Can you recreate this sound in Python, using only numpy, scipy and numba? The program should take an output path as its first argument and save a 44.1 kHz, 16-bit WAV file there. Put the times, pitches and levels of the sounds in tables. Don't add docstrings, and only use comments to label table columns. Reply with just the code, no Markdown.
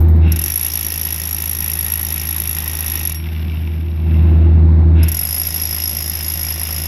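import sys
import numpy as np
from scipy import signal
from scipy.fft import rfft, irfft, next_fast_len
from scipy.io import wavfile
from scipy.ndimage import uniform_filter1d, minimum_filter1d, map_coordinates
from numba import njit

SR = 44100
rng = np.random.default_rng(int(sys.argv[2]) if len(sys.argv) > 2 else 0)


def materialize(psi):
    bounded = np.clip(np.atleast_2d(psi).T, -1, 1)
    quanta = np.round(bounded * 32767).astype(np.int16)
    wavfile.write(sys.argv[1], SR, quanta)


N = 302967
TIME = np.arange(N) / SR


def amp(db):
    return 10 ** (np.asarray(db) / 20)


def unit(x, during=slice(None)):
    return x / np.sqrt(np.mean(x[during] ** 2) + 1e-20)


def wobble(rate):
    return map_coordinates(rng.standard_normal(int(N * rate / SR) + 4), [TIME * rate])


def filtered(x, response):
    size = next_fast_len(N + SR // 2)
    return irfft(rfft(x, size) * response(np.fft.rfftfreq(size, 1 / SR)), size)[:N]


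def noise(spectrum):
    points_hz, db = np.transpose(spectrum)
    colour = lambda hz: amp(np.interp(np.log(hz + 1), np.log(points_hz), db))
    return unit(filtered(rng.standard_normal(N), colour))


def ring(x, modes, skirt_hz):
    def mode(hz, centre, width, db):
        resonance = 1j * hz * width / (centre ** 2 - hz ** 2 + 1j * hz * width)
        return amp(db) * resonance / (1 + ((hz - centre) / skirt_hz) ** 2)
    return filtered(x, lambda hz: sum(mode(hz, *row) for row in modes))


def fading(hits, t60, delay=0):
    t = np.arange(SR // 8) / SR - delay
    return signal.fftconvolve(hits, (t >= 0) * amp(-60 * np.abs(t) / t60))[:N]


def bursts(hits, t60, delay=0):
    return rng.standard_normal(N) * fading(hits, t60, delay)


def impulses(events):
    seconds, db = np.transpose(events)
    return np.bincount(np.round(seconds * SR).astype(int), amp(db), N)[:N]


# multiple of the firing rate, relative level in dB.
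ENGINE_ORDERS = [(1, 1), (2, -13.5), (3, -42.5), (4, -34), (5, -41.5), (6, -37.5), (8, -44), (4.3, -22.5)]
# frequency in Hz, relative spectral density in dB.
RUMBLE_SPECTRUM = [(20, -28.5), (45, -9), (100, -3.5), (215, -3.5), (255, -8), (340, -9), (440, -25),
                   (800, -23), (1200, -32.5), (2200, -38), (2750, -44.5), (3200, -50), (3800, -44),
                   (5400, -59.5), (7000, -80), (16000, -90.5)]
def generator(speed, firing_hz=80.07, sag_hz=.85):
    phase = 2 * np.pi * np.cumsum(firing_hz - sag_hz * speed) / SR + 0.05 * wobble(23)
    tones = sum(amp(db + 0.068 * order * wobble(22)) * np.sin(order * phase + rng.uniform(0, 2 * np.pi))
                for order, db in ENGINE_ORDERS)
    rumble = noise(RUMBLE_SPECTRUM) * (1 + 0.2 * np.cos(phase)) * amp(0.51 * wobble(30))
    return amp(-6.05) * tones + amp(-22) * rumble


STROKE_HZ = 54.088
def spin(trigger, spin_up, first_blow, release, lift_off, brake_s=.3515, coast_hz_per_s=24.5):
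    progress = np.maximum(TIME - trigger, 0) / spin_up
    overshoot = .0567 * np.exp(-((progress - 2.54) / .415) ** 2)
    driven = 1 - np.exp(-progress ** 2) + overshoot
    braked = np.exp(-((np.clip(TIME, release, lift_off) - release) / brake_s) ** 2)
    coasting_loss = coast_hz_per_s / STROKE_HZ * np.maximum(TIME - lift_off, 0)
    return np.maximum(driven * braked - coasting_loss, 0)


def strokes(timing, offset=0):
    turning = spin(*timing) * (TIME >= timing[2])
    count = np.cumsum(turning) * STROKE_HZ / SR
    return np.interp(np.arange(offset, count[-1], 1), count[turning > 0], TIME[turning > 0])


HOLE_TIMINGS = [(.2055, .1729, .3196, 2.93, 3.15), (4.9393, .1795, 5.0309, 7, 7.2)]
# frequency in Hz, relative spectral density in dB.
AIR_SPECTRUM = [(200, -32), (500, -10.5), (900, -2.5), (1400, -4.5), (2250, -0.5), (2900, -3.5),
                (3600, -7.5), (4200, -14), (5500, -10), (7000, -36.5), (9000, -34.5), (11600, -2),
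                (14400, -14.5), (16000, -34)]
# frequency in Hz, bandwidth in Hz, relative level in dB.
CASING_MODES = [(1590, 290, 0), (2170, 540, 1), (2656, 250, 5), (3290, 380, -7), (3670, 320, -6),
                (5230, 790, -18)]
def motor(speed, hiss_db=-67.5, inrush_peak_s=0.25):
    air_level = amp(-20 + 2.3 * wobble(110)) * speed ** 2.02
    air = (air_level + amp(hiss_db)) * noise(AIR_SPECTRUM)
    bearings = amp(-36) * speed ** 0.56
    ages = [np.maximum(TIME - trigger, 0) / inrush_peak_s for trigger, *_ in HOLE_TIMINGS]
    inrush = amp(-34) * sum(age * np.exp(1 - age) for age in ages)
    flutter = amp(0.57 * wobble(40))
    casing = unit(ring(rng.standard_normal(N), CASING_MODES, skirt_hz=603))
    return air + (bearings + inrush) * flutter * casing


# time in seconds, relative level in dB.
OPENING_ONSETS = [(.004, -30), (.085, -35), (.16, -44)]
# frequency in Hz, bandwidth in Hz, relative level in dB.
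LOOSE_BIT_MODES = [(6970, 25, -27), (10700, 24, -6), (12500, 30, -11), (14150, 14, 14)]
def thin_ring_and_ticks():
    onsets = impulses(OPENING_ONSETS)
    return amp(-6) * bursts(onsets, t60=.014) + amp(37) * ring(onsets, LOOSE_BIT_MODES, skirt_hz=900)


# time in seconds, impulse level in dB.
LIFT_IMPULSE = [(3.146, 37.5)]
def lift():
    modes = [(5580, 9.7, 5.5), (11285, 9.8, 12), (7300, 28, -19), (15220, 28, -8)]
    return ring(impulses(LIFT_IMPULSE), modes, skirt_hz=900)


# frequency in Hz, bandwidth in Hz, relative level in dB.
GEARBOX_MODES = [(2330, 86, 3), (2723, 320, 3), (3530, 770, -3.5), (5400, 530, -11)]
def rattle(timing):
    times = np.concatenate([strokes(timing), strokes(timing, offset=.41)])
    times = times[times > timing[4]]
    scatter_db = 2.5 * np.clip(rng.standard_normal(len(times)), -2, 2)
    clacks = impulses(np.column_stack([times, scatter_db])) * spin(*timing) ** 1.68
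    return ring(bursts(clacks, t60=0.015), GEARBOX_MODES, skirt_hz=552)


def piston_return(returns):
    return ring(bursts(returns, t60=0.051, delay=.012), GEARBOX_MODES, skirt_hz=800)


# frequency in Hz, bandwidth in Hz, relative level in dB.
FIRST_GRIP_MODES = [(460, 130, -10), (818, 100, -2), (1337, 120, -7.5), (1880, 60, 4.5), (2295, 160, -18.5),
                    (2580, 170, -4), (3693, 87, -1)]
SECOND_GRIP_MODES = [(564, 51, -4), (730, 150, -1.5), (1440, 43, -5), (1913, 72, 2), (2110, 69, -3),
                     (2810, 97, -5), (3580, 27, 1)]
def housing_knock(knocks, modes):
    return ring(knocks + 0.053 * bursts(knocks, t60=0.031), modes, skirt_hz=600)


# frequency in Hz, relative spectral density in dB.
GRIT_SPECTRUM = [(200, 6), (700, -4.5), (1300, -21.5), (3500, -1.5), (4400, -7), (6300, 2), (7100, -13.5),
                 (8200, -11.5), (9500, -6), (10500, 2), (12300, 0.5), (14300, 3.5), (14900, -10.5),
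                 (16000, -14)]
def crushed_grit(blows):
    return noise(GRIT_SPECTRUM) * fading(blows, t60=0.092)


def metallic_ring(times, forces, modes, attack_s=.001, choke=0.89):
    t = np.arange(SR // 25) / SR
    at = np.round(times * SR).astype(int)
    since_blow = t + (at / SR - times)[:, None]
    rings = 0
    for hz, width, db in modes:
        envelope = (1 - np.exp(-t / attack_s)) * np.exp(-(choke * width * t) ** 2)
        strength = forces * amp(db + .7 * rng.standard_normal(len(at))) * width
        rings = rings + strength[:, None] * envelope * np.sin(2 * np.pi * hz * since_blow)
    out = np.zeros(N + len(t))
    np.add.at(out, at[:, None] + np.arange(len(t)), rings)
    return out[:N]


def low_shelf(tip, speed, curve, slow_boost_db=9):
    low = filtered(tip, lambda hz: 1 / (1 + (hz / 6500) ** 20))
    boost_db = np.interp(TIME, *np.transpose(curve)) + slow_boost_db * (1 - speed)
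    return tip + (amp(boost_db) - 1) * low


# frequency in Hz, bandwidth in Hz, relative level in
# dB.
FIRST_RING_MODES = [(5224, 180, -14.5), (5640, 140, -8), (6750, 110, -15.5), (7310, 150, -18.5),
                    (8640, 57, -19.5), (10600, 200, -60.5), (11327, 160, 9.5), (11650, 160, -7.5),
                    (11800, 300, -25), (13250, 170, -8), (14480, 170, -28), (15400, 95, -7.5)]
SECOND_RING_MODES = [(5124, 69, -9), (5193, 90, -15), (5620, 82, -11), (6755, 83, -19), (7450, 100, -28.5),
                     (8740, 42, -22), (11100, 110, -38), (11322, 90, 2), (11160, 97, -13), (12500, 53, -8),
                     (15100, 150, -24), (15270, 80, -18)]
# time in seconds, gain at full speed in dB.
FIRST_LOW_CURVE = [(.4, 1), (.7, 6), (1.1, 5), (1.8, 3), (3.1, 4.5)]
SECOND_LOW_CURVE = [(5.2, -4.5), (5.55, 2), (6.2, 1.5), (6.87, 0.5)]
def hammering(timing, ring_modes, grip_modes, low_curve, bite_start, swing_db, tip_db, sink_db_per_s,
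              chatter_db, grit_db, housing_db, piston_db):
    _, _, first_blow, _, lift_off = timing
    running = (TIME >= first_blow) & (TIME <= lift_off)
    speed = spin(*timing)
    times = strokes(timing)
    times = times[times <= lift_off]
    at = np.round(times * SR).astype(int)
    blow_scatter, knock_scatter, return_scatter = rng.standard_normal((len(at), 3)).T
    bite_cycles = .1905 * np.arange(len(at)) + bite_start
    bite = np.pi * np.abs(np.cos(np.pi * bite_cycles)) - 2
    blows = np.bincount(at, amp(swing_db * bite + .5 * blow_scatter), N)
    knocks = np.bincount(at, amp(knock_scatter), N)
    returns = np.bincount(at, amp(3.8 * np.clip(return_scatter, -2, 2)), N)
    jitter_s = 6e-6 * rng.standard_normal(len(at))
    ringing = unit(metallic_ring(times + jitter_s, blows[at], ring_modes), running)
    evened_blows = np.sqrt(blows)
    chatter = unit(ring(bursts(evened_blows, t60=.03), ring_modes, skirt_hz=1050), running)
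    grit = unit(crushed_grit(evened_blows), running)
    tip = amp(-3.5) * ringing + amp(chatter_db) * chatter + amp(grit_db) * grit
    boring_s = np.clip(TIME, first_blow, lift_off) - first_blow
    tip = amp(tip_db - sink_db_per_s * boring_s) * low_shelf(tip, speed, low_curve)
    housing = unit(housing_knock(knocks, grip_modes), running)
    piston = unit(piston_return(returns), running)
    force = np.minimum(speed / 0.9, 1) ** 2.3
    return force * (tip + amp(housing_db) * housing + amp(piston_db) * piston)


@njit
def follow(x, attack_s, release_s):
    out = np.zeros(len(x))
    for i in range(1, len(x)):
        gap = x[i] - out[i - 1]
        out[i] = out[i - 1] + gap / (SR * (attack_s if gap > 0 else release_s))
    return out


def gain_control(x, threshold_db=-26.5, slope=0.73, hold_s=0.82, held_share=0.69):
    treble = filtered(x, lambda hz: hz > 4500)
    level_db = 10 * np.log10(np.abs(uniform_filter1d(treble ** 2, size=SR // 11)) + 1e-12)
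    cut_db = slope * np.maximum(level_db - threshold_db, 0)
    half = int(hold_s * SR / 2)
    held_db = -minimum_filter1d(-cut_db, 2 * half + 1, origin=half, mode="constant")
    target_db = held_share * held_db + (1 - held_share) * cut_db
    return x * amp(-follow(target_db, attack_s=0.006, release_s=0.1))


def scene():
    speed = sum(spin(*timing) for timing in HOLE_TIMINGS)
    first = hammering(HOLE_TIMINGS[0], FIRST_RING_MODES, FIRST_GRIP_MODES, FIRST_LOW_CURVE,
                      bite_start=.15, swing_db=1.8, tip_db=-1.5, sink_db_per_s=2.25,
                      chatter_db=-1, grit_db=-14.5, housing_db=-21.5, piston_db=-23)
    second = hammering(HOLE_TIMINGS[1], SECOND_RING_MODES, SECOND_GRIP_MODES, SECOND_LOW_CURVE,
                       bite_start=-.42, swing_db=0.5, tip_db=-4, sink_db_per_s=2.56,
                       chatter_db=0.5, grit_db=-10, housing_db=-23, piston_db=-25)
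    return (generator(speed) + motor(speed) + thin_ring_and_ticks() + first + lift()
            + rattle(HOLE_TIMINGS[0]) + second)[None]


def record(dry, fade_in_s=.004, top_hz=16000):
    x = gain_control(dry[0] * np.minimum(TIME / fade_in_s, 1))
    return filtered(x, lambda hz: 1 / np.sqrt(1 + (hz / top_hz) ** 160))[None]


dry = scene()
out = record(dry)
materialize(out)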